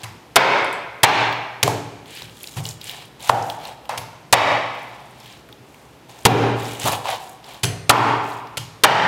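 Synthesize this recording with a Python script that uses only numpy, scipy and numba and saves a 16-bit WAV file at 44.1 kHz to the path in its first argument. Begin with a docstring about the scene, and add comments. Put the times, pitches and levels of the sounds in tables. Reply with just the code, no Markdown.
"""A heavy cleaver chops crisp fried meat on a thick wooden board in a hard, echoing kitchen, over room tone.
Each blow crunches the crust (shaped noise), then knocks the board (noise through resonances); table, board
bumps and some blade hits ring on as decaying modes while the kitchen echoes (decaying filtered noise).
Between blows the blade saws (gritty filtered noise) and the crust cracks (millisecond noise bursts).
A lagging gain control ducks the level after loud blows; peaks that outrun it clip."""
import sys
import numpy as np
from scipy import signal
from scipy.fft import rfft, irfft, next_fast_len
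from scipy.io import wavfile
from scipy.ndimage import uniform_filter1d
from numba import njit

SR = 44100
rng = np.random.default_rng(int(sys.argv[2]) if len(sys.argv) > 2 else 0)


def unload_audio(sound):
    """Save the sound as a 16-bit wav file, at the path given as the first command line argument."""
    columns = np.transpose(np.atleast_2d(sound))
    # keep every value between -1 and 1, then stretch to whole-number steps
    steps = np.round(np.clip(columns, -1, 1) * 32767)
    wavfile.write(sys.argv[1], SR, steps.astype(np.int16))


N = 400163

# strokes of the blade sawing and pieces sliding; the first row is an earlier blow dying away:
# [start/s, swell/s, fade/s, rasp level/dB, fizz level/dB, board rub level/dB]
STROKES = [(0, 0.007, .04, -44, -67, -42), (2.052, 0.12, 0.12, -39, -48.5, -78),
           (2.28, 0.21, 0.14, -49.5, -45.5, -62), (2.559, 0.012, 0.068, -46, -46, -36),
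           (2.63, .03, 0.094, -45, -38.5, -45.5), (2.8, 0.095, 0.031, -38, -44, -52),
           (2.9, 0.028, .17, -40, -55, -46), (3.19, 0.12, 0.013, -33.5, -37, -36),
           (3.4, 0.11, 0.067, -50, -47.5, -47), (3.579, 0.076, .1, -41.5, -52, -38),
           (3.84, 0.018, 0.015, -59, -71, -48), (4.72, 0.027, 0.55, -50, -70, -44),
           (5.15, 0.16, 0.11, -47.5, -59, -55), (5.6, .15, 0.26, -67, -60.5, -55),
           (6.083, 0.0091, 0.38, -50.5, -54.5, -47.5), (6.55, .13, 0.15, -37.5, -41, -38.5),
           (6.791, 0.041, 0.034, -30.5, -33.5, -37), (6.851, 0.024, 0.036, -24, -28, -17.5),
           (6.901, 0.029, 0.039, -27.5, -32, -22), (6.95, 0.025, 0.11, -54, -52, -34),
           (7.04, 0.05, 0.097, -29, -44, -24), (7.19, 0.014, 0.18, -53, -48, -40),
           (7.418, 0.088, 0.12, -43.5, -54, -41.5), (8.22, 0.079, .12, -51, -49.5, -44)]


def amp(db):
    """Decibels to gain."""
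    return 10 ** (np.asarray(db) / 20)


def unit(x):
    """Scale to rms 1."""
    return x / np.sqrt(np.mean(x ** 2) + 1e-20)


def along(points, hz):
    """Interpolate (f/Hz, value) points on a log-frequency axis."""
    f_hz, value = np.transpose(points)
    return np.interp(np.log(hz + 1), np.log(f_hz + 1), value)


def filtered(x, response):
    """Multiply the spectrum of x by a (complex) response of frequency."""
    size = next_fast_len(len(x) + 8192)
    spectrum = rfft(x, size) * response(np.fft.rfftfreq(size, 1 / SR))
    return irfft(spectrum, size)[:len(x)]


def coloured(count, points):
    """Noise of rms 1 with a spectrum given as (f/Hz, level/dB)."""
    return unit(filtered(rng.standard_normal(count), lambda hz: amp(along(points, hz))))


def resonant(x, modes):
    """Sum of causal (f/Hz, width/Hz, level/dB) resonances of alternating sign, driven by x."""
    def response(f):
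        total = 0
        for k, (centre, width, db) in enumerate(modes):
            band = 1j * f * width / (centre * centre - f * f + 1j * f * width)
            total = total + (-1) ** k * amp(db) * band
        return total
    return filtered(x, response)


def ringing(modes, t, attack_s, blur_hz):
    """Decaying modes, struck unevenly; the gripping hand and loose contacts blur each line."""
    out = 0
    for hz, db, t60_s in modes:
        drift = np.cumsum(rng.standard_normal(len(t))) * np.sqrt(2 * np.pi * blur_hz / SR)
        phase = 2 * np.pi * hz * t + uniform_filter1d(drift, size=64)
        level_db = db + rng.normal(0, 0.73) - 60 * t / t60_s
        out = out + amp(level_db) * np.sin(phase)
    return out * (1 - np.exp(-t / attack_s))


def room_tone():
    """Steady background: stationary coloured noise."""
    # room tone spectrum: [f/Hz, level/dB]
    air = [(18, -40), (45, -13), (62, 5), (90, -6), (120, 7.5), (170, -0.5), (273, -1.5), (415, -2),
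           (721, -7.5), (801, -4), (1010, -8.5), (1590, -13), (2900, -15.5), (9220, -28.5), (11400, -28.5),
           (14800, -31.5), (16000, -43.5)]
    level_db = -46.5
    return amp(level_db) * coloured(N, air)


def room_tail():
    """The kitchen's impulse response: noise in which each frequency dies at its own speed."""
    # kitchen reverberation: [f/Hz, t60/s]
    kitchen = [(100, 0.9), (400, 1.08), (900, 1.104), (1600, 1.116), (2600, 1.12), (3100, 1), (5000, 0.94),
               (9000, 0.78), (15000, 0.43)]
    hz, t, z = signal.stft(rng.standard_normal(6 * SR // 5), SR, nperseg=256)
    decay = amp(-60 * t / along(kitchen, hz)[:, None])
    tail = signal.istft(z * decay, SR, nperseg=256)[1]
    t = np.arange(len(tail)) / SR
    near = 1 + 1.15 * np.exp(-t / 0.077)  # counter and nearest walls answer first and strongest
    onset = np.clip(t / 0.0049, 0, 1)
    scatter = 0.035 * rng.standard_normal(SR // 50) * np.exp(-t[:SR // 50] / 0.005)
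    scatter[0] = 1  # weak random reflections colour each tail slightly
    return signal.fftconvolve(tail * near * onset, scatter)[:len(tail)]


def echoes(x):
    """A running sound through the kitchen: convolution with a tail of unit energy."""
    tail = room_tail()
    return signal.fftconvolve(x, tail / np.linalg.norm(tail))


def wood(x, pitch_hz):
    """Board modes, pitched by the spot; meat under the edge keeps the treble out."""
    # board modes: [f/pitch ratio, width/pitch ratio, level/dB]
    board = [(0.549, 0.047, 10), (0.951, 0.45, 13), (1.09, 0.27, -2), (1.301, 0.067, -31)]
    modes = [(pitch_hz * ratio, pitch_hz * width, db) for ratio, width, db in board]
    return resonant(resonant(x, modes), [(pitch_hz, 0.7 * pitch_hz, 0)])


def stroke(t, start_s, swell_s, fade_s):
    """Pressure of one stroke: swells, then fades."""
    curve = 0.73  # under 1 blunt, over 1 peaked
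    corners = [start_s, start_s + swell_s, start_s + swell_s + fade_s]
    return np.interp(t, corners, [0, 1, 0]) ** curve


def gritty(rate_per_s, spread_db):
    """Uneven envelope of rms 1: tiny slips of random size, each decaying."""
    slips = (rng.random(N) < rate_per_s / SR) * amp(spread_db * rng.standard_normal(N))
    decay = np.exp(-np.arange(400) / SR / 0.00071)
    return unit(signal.fftconvolve(slips, decay)[:N])


def sawing():
    """Gritty friction: a rasp in the crust, a bright fizz of crumbs, a dull rub through the board."""
    # crust resonances: [f/Hz, width/Hz, level/dB]
    rasp = [(1610, 580, 5), (2410, 420, 12.5), (2790, 500, 14.5), (3550, 1450, 10.5), (4920, 560, -22),
            (7200, 430, -10)]
    # crumb friction spectrum: [f/Hz, level/dB]
    fizz = [(4000, -8), (7000, 5.5), (10000, -1), (13000, -3), (16000, -8.5)]
    t, grit = np.arange(N) / SR, gritty(400, spread_db=3)
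    layers = [unit(resonant(rng.standard_normal(N) * (3.1 + grit), rasp)),
              unit(coloured(N, fizz) * (0.84 + grit)),
              unit(wood(rng.standard_normal(N) * (1.5 + grit), pitch_hz=835))]
    out = np.zeros(N)
    for start_s, swell_s, fade_s, *levels_db in STROKES:
        push = stroke(t, start_s, swell_s, fade_s)
        out += push * sum(amp(db) * layer for db, layer in zip(levels_db, layers))
    return out


def small_cracks():
    """Random crackle during strokes, as (t/s, peak/dB, f/Hz); stronger strokes crack louder."""
    tries_per_s, offset_db, spread_db = 60, 4, 2.5  # offset over the stroke's rasp and fizz
    when, size, pitch = rng.random((round(tries_per_s * N / SR), 3)).T
    when_s = when * N / SR
    force = sum(stroke(when_s, start_s, swell_s, fade_s) * (amp(rasp_db) + amp(fizz_db))
                for start_s, swell_s, fade_s, rasp_db, fizz_db, _ in STROKES)
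    peak_db = 20 * np.log10(force + 1e-9) + offset_db - spread_db * np.log(1 - size)
    centre_hz = 2500 * 5.5 ** pitch
    return [row for row in zip(when_s, peak_db, centre_hz) if row[1] > -70]


def cracks():
    """Crust cracking: each a burst of a millisecond or two around its own pitch."""
    # single cracks of the crust: [t/s, peak level/dB, centre f/Hz]
    single = [(0.646, -27.5, 9000), (.728, -24.5, 9800), (1.327, -22, 3360), (2.0584, -33, 3365),
              (2.1131, -62, 3260), (2.165, -26, 4030), (2.2208, -24.5, 3610), (2.2957, -31, 3300),
              (2.3713, -32, 3860), (2.4086, -31, 3240), (2.432, -20, 11920), (2.441, -21.5, 3230),
              (2.4724, -21.5, 4650), (2.5181, -35, 3470), (2.539, -32, 3380), (2.654, -15.5, 3680),
              (2.67, -23, 4140), (2.689, -18.5, 6500), (2.814, -21.5, 3800), (2.842, -22, 8920),
              (2.8559, -30, 4260), (2.895, -15.5, 3160), (3.205, -27, 3380), (3.4248, -24, 5700),
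              (3.5, -14.5, 3370), (3.652, -23, 3700), (3.855, -30, 3180), (5.2021, -36.5, 5500),
              (5.259, -30, 3460), (5.325, -35, 5190), (5.4893, -34, 1860), (5.5264, -30.5, 3400),
              (5.7445, -35, 2000), (6.096, -34, 3580), (6.269, 0, 3500), (6.6034, -26, 3273),
              (6.798, -19.5, 7980), (6.8164, -19, 4240), (6.8608, -24, 3630), (7.1003, -38, 3350),
              (7.208, -37, 3740), (7.2943, -31, 9940), (7.443, -31, 3890), (7.52, -36, 3490),
              (7.5444, -32, 3850), (7.653, -11.5, 6060), (8.2416, -29, 3310), (8.3205, -30, 3830),
              (8.3544, -37, 3470), (8.3874, -39, 3350), (8.471, -35, 4070)]
    out, t = np.zeros(N + SR), np.arange(SR // 40) / SR
    for s, peak_db, hz in single + small_cracks():
        burst = rng.standard_normal(len(t)) * amp(-60 * t / 0.015)
        b, a = signal.iirpeak(min(hz, 15000), 1.6, SR)
        pitched = signal.lfilter(b, a, signal.lfilter(b, a, burst))
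        snap = unit(pitched) + 0.47 * unit(burst)
        out[round(s * SR):][:len(t)] += amp(peak_db) * snap / np.abs(snap).max()
    return out[:N]


def blade():
    """Ringing steel: the touched spot favours modes near one pitch; dense modes merge into a shimmer."""
    # the blade set ringing: [t/s, level/dB, favoured f/Hz, spread/octaves]
    pings = [(.730, -42, 7700, 0.35), (1.032, -48, 7900, 1), (1.677, -42, 8040, 1.2),
             (3.978, -38, 12500, 0.37), (6.252, -55, 7940, 1), (7.632, -22, 6030, 1.2),
             (8.573, -35, 3630, 1.8), (8.836, -53, 8000, 1.2)]
    # blade modes: [f/Hz, level/dB, t60/s]
    modes = [(2230, -7, 0.18), (2900, -1, 0.41), (3180, 1, 0.25), (4200, -13, 0.7), (4900, -16, 0.4),
             (6300, -13, 0.52), (7750, -7, 0.32), (8904, -20, 0.92), (9800, 0, 0.17), (10800, -4, 0.28),
             (11100, -6, 0.36), (12340, -19.5, 0.32), (13800, -11.5, 0.28), (14400, -11, 0.17)]
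    out, t = np.zeros(N + SR), np.arange(SR) / SR
    for s, ring_db, ring_hz, spread in pings:
        def favour_db(hz):
            return -10 * (np.log2(hz / ring_hz) / spread) ** 2
        steel = [(hz, db + favour_db(hz), t60_s) for hz, db, t60_s in modes]
        shimmer = filtered(rng.standard_normal(SR), lambda hz: amp(favour_db(hz + 1)))
        shimmer = amp(-8 - 60 * t / 0.24) * unit(shimmer)
        ring = ringing(steel, t, attack_s=0.001, blur_hz=40)
        out[round(s * SR):][:SR] += amp(ring_db) * (ring + shimmer)
    return out[:N]


def crunch(t, length_s):
    """Crust shattering: coloured noise, held for length_s, then cut off fast."""
    # crunch spectrum: [f/Hz, level/dB]
    crust = [(120, -72.5), (400, -9.5), (1000, -15), (2000, -10.5), (3500, -9.5), (5500, -16.5),
             (8000, -17), (11000, -18.5), (16000, -31.5)]
    shatter = np.clip(t / 0.00065, 0, 1) * amp(-np.maximum(t - length_s, 0) * 60 / 0.013)
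    splinters = amp(5 * uniform_filter1d(rng.standard_normal(len(t)), size=24))  # uneven
    return shatter * splinters * coloured(len(t), crust)


def knock(t, lag_s, pitch_hz):
    """Edge meeting the board: a short noise push through the board modes, peak 1."""
    push = (t >= lag_s) * amp(-60 * np.maximum(t - lag_s, 0) / 0.014) * rng.standard_normal(len(t))
    hit = wood(push, pitch_hz)
    return hit / np.abs(hit).max()


def blow_echo(pitch_hz, levels_db, early):
    """Kitchen's answer to board, crust, thud and crumbs: one tail each, rms set over the early samples."""
    # crust echo spectrum: [f/Hz, level/dB]
    crust_echo = [(250, -43), (600, -15.5), (1300, 3), (1750, 4), (2000, 4), (2400, 3.5), (2900, 0),
                  (3600, -3.5), (4300, -8), (5500, -13.5), (8000, -27), (12000, -53.5), (16000, -65.5)]
    # counter and cupboards thudding: [f/Hz, level/dB]
    thud = [(40, -70), (70, -32), (110, 2), (280, 0.5), (450, 5.5), (700, -15.5), (1500, -43), (4000, -85)]
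    # flying crumbs: [f/Hz, level/dB]
    crumbs = [(400, -57.5), (1200, -41.5), (2500, 4), (4000, 6.5), (6500, 5), (10000, -2), (14000, -2),
              (16000, -12)]
    voices = [wood(room_tail(), pitch_hz)]
    for points in (crust_echo, thud, crumbs):
        voices.append(filtered(room_tail(), lambda hz: amp(along(points, hz))))
    return sum(amp(db) * v / np.std(v[:early]) for db, v in zip(levels_db, voices))


def chops():
    """Crust shatters, then the edge meets the board; the table rings on and the kitchen answers."""
    # blows: [t/s, crunch level before a common boost/dB, crunch length/s, board knock peak/dB, knock f/Hz,
    # table ring level/dB, bump level/dB, early echo levels: board/dB, crust/dB, thud/dB]
    blows = [(0.033, -36, 0.012, -40, 935, -68, -35.5, -44, -44.5, -72),
             (0.358, -11.5, 0.013, 4, 958, -44, -31.5, -6, -7.5, -14),
             (1.032, -10.5, 0.016, 6.5, 900, -17, -20, -7.5, -9, -19.5),
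             (1.629, -12.5, 0.007, -11, 837, -26.5, -22, -28.5, -31.5, -27),
             (1.677, -24.5, 0.002, -3, 770, -32, -34, -28, -49, -34.5),
             (2.218, -50, 0.0028, -30, 865, -68, -41, -74, -53, -55),
             (2.565, -41, 0.031, -24, 830, -45, -24, -60, -59, -44.5),
             (3.292, -23, 0.0083, 5.5, 857, -38.5, -24.5, -17.5, -35.5, -30.5),
             (3.892, -34, 0.0034, -14.5, 864, -47, -51, -30.5, -36.5, -63),
             (3.975, -31, 0.0096, -41, 860, -46.5, -37.5, -69, -64, -59),
             (4.326, -9.5, 0.016, 10, 894, -17, -22, -7, -10.5, -23.5),
             (5.495, -63, 0.0033, -37, 825, -45, -52, -71, -74, -68),
             (6.252, -9.5, 0.0164, 7.5, 819, -4, -59, -9, -16.5, -9),
             (6.84, -30, 0.0027, -41, 885, -30, -24.5, -45, -40, -36),
             (7.633, -21.5, 0.012, -36, 793, -32, -20, -38, -36, -34.5),
             (7.894, -10, 0.018, 10, 1020, -11.5, -34, -5.5, -15.5, -16),
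             (8.571, -26.5, 0.01, -55, 960, -53, -30.5, -48, -47, -55),
             (8.836, -10, 0.015, 8, 923, -20.5, -44, -3.5, -7, -14)]
    # table modes: [f/Hz, level/dB, t60/s]
    table = [(116.8, -2, 0.98), (162.7, -17, 1), (236.7, -9, 0.68), (287.2, -5.5, 0.95), (337, -15, 0.85),
             (398.6, -6.5, 0.81), (452, -7.5, 0.51)]
    # the board rocking on the table: [f/Hz, level/dB, t60/s]
    bump = [(104.1, -2, 0.75), (120.8, 3, 0.5), (160, -7.5, 0.89)]
    crunch_boost_db = 4.5
    knock_share, knock_latest_s = 0.48, 0.0074  # edge meets the board part-way through the crunch
    crumbs_db, crumbs_grow = -23.5, 0.68  # crumb echo follows the crunch level more slowly
    out, t = np.zeros(N + 3 * SR), np.arange(SR) / SR
    short = t[:SR // 10]
    for s, crunch_db, length_s, knock_db, pitch_hz, table_db, bump_db, *echo_db in blows:
        lag_s = min(knock_share * length_s, knock_latest_s)
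        hit = amp(crunch_db + crunch_boost_db) * crunch(short, length_s)
        hit = hit + amp(knock_db) * knock(short, lag_s, pitch_hz)
        levels_db = echo_db + [crumbs_db + crumbs_grow * crunch_db]
        wet = blow_echo(pitch_hz, levels_db, early=len(short))
        at = round(s * SR)
        out[at:at + len(short)] += hit
        out[at + round(lag_s * SR):][:len(wet)] += wet
        out[at:at + len(t)] += amp(table_db) * ringing(table, t, attack_s=0.0017, blur_hz=1.5)
        out[at:at + len(t)] += amp(bump_db) * ringing(bump, t, attack_s=0.0056, blur_hz=4.1)
    return out[:N]


def scene():
    """Room tone, cracks and sawing with their echoes, blade and blows."""
    near = cracks() + sawing()
    near_echo = amp(-10.0) * echoes(near)[:N]
    return (room_tone() + near + near_echo + blade() + chops())[None]


@njit
def ducking(over_db, attack, recovery):
    """Gain reduction in dB: closes fast on an excess, opens at a steady rate (both per sample)."""
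    cut, out = 0.0, np.empty_like(over_db)
    for i in range(len(over_db)):
        if over_db[i] > cut:
            cut = cut + attack * (over_db[i] - cut)
        else:
            cut = max(cut - recovery, 0.0)
        out[i] = cut
    return out


def record(dry):
    """Gain control that lags the blow, bass roll-off, clipping, then the band limit."""
    threshold_db, attack_s, recovery_db_per_s = -15, 0.008, 85
    bass_hz, top_hz = 45, 16100
    power = signal.lfilter([0.004], [1, -0.996], dry[0] ** 2)
    level_db = 10 * np.log10(np.abs(power) + 1e-12)
    cut_db = ducking(level_db - threshold_db, 1 / (attack_s * SR), recovery_db_per_s / SR)
    x = dry[0] * amp(-cut_db)
    x = filtered(x, lambda hz: (1j * hz / (1j * hz + bass_hz)) ** 2)
    x = x / (1 + np.abs(x) ** 12) ** (1 / 12)  # clips with a slightly rounded knee
    x = filtered(x, lambda hz: 1 / (1 + (hz / top_hz) ** 160) + 0.01)  # a little treble leaks past the limit
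    return np.clip(x, -1, 1)[None]


dry = scene()
out = record(dry)
unload_audio(out)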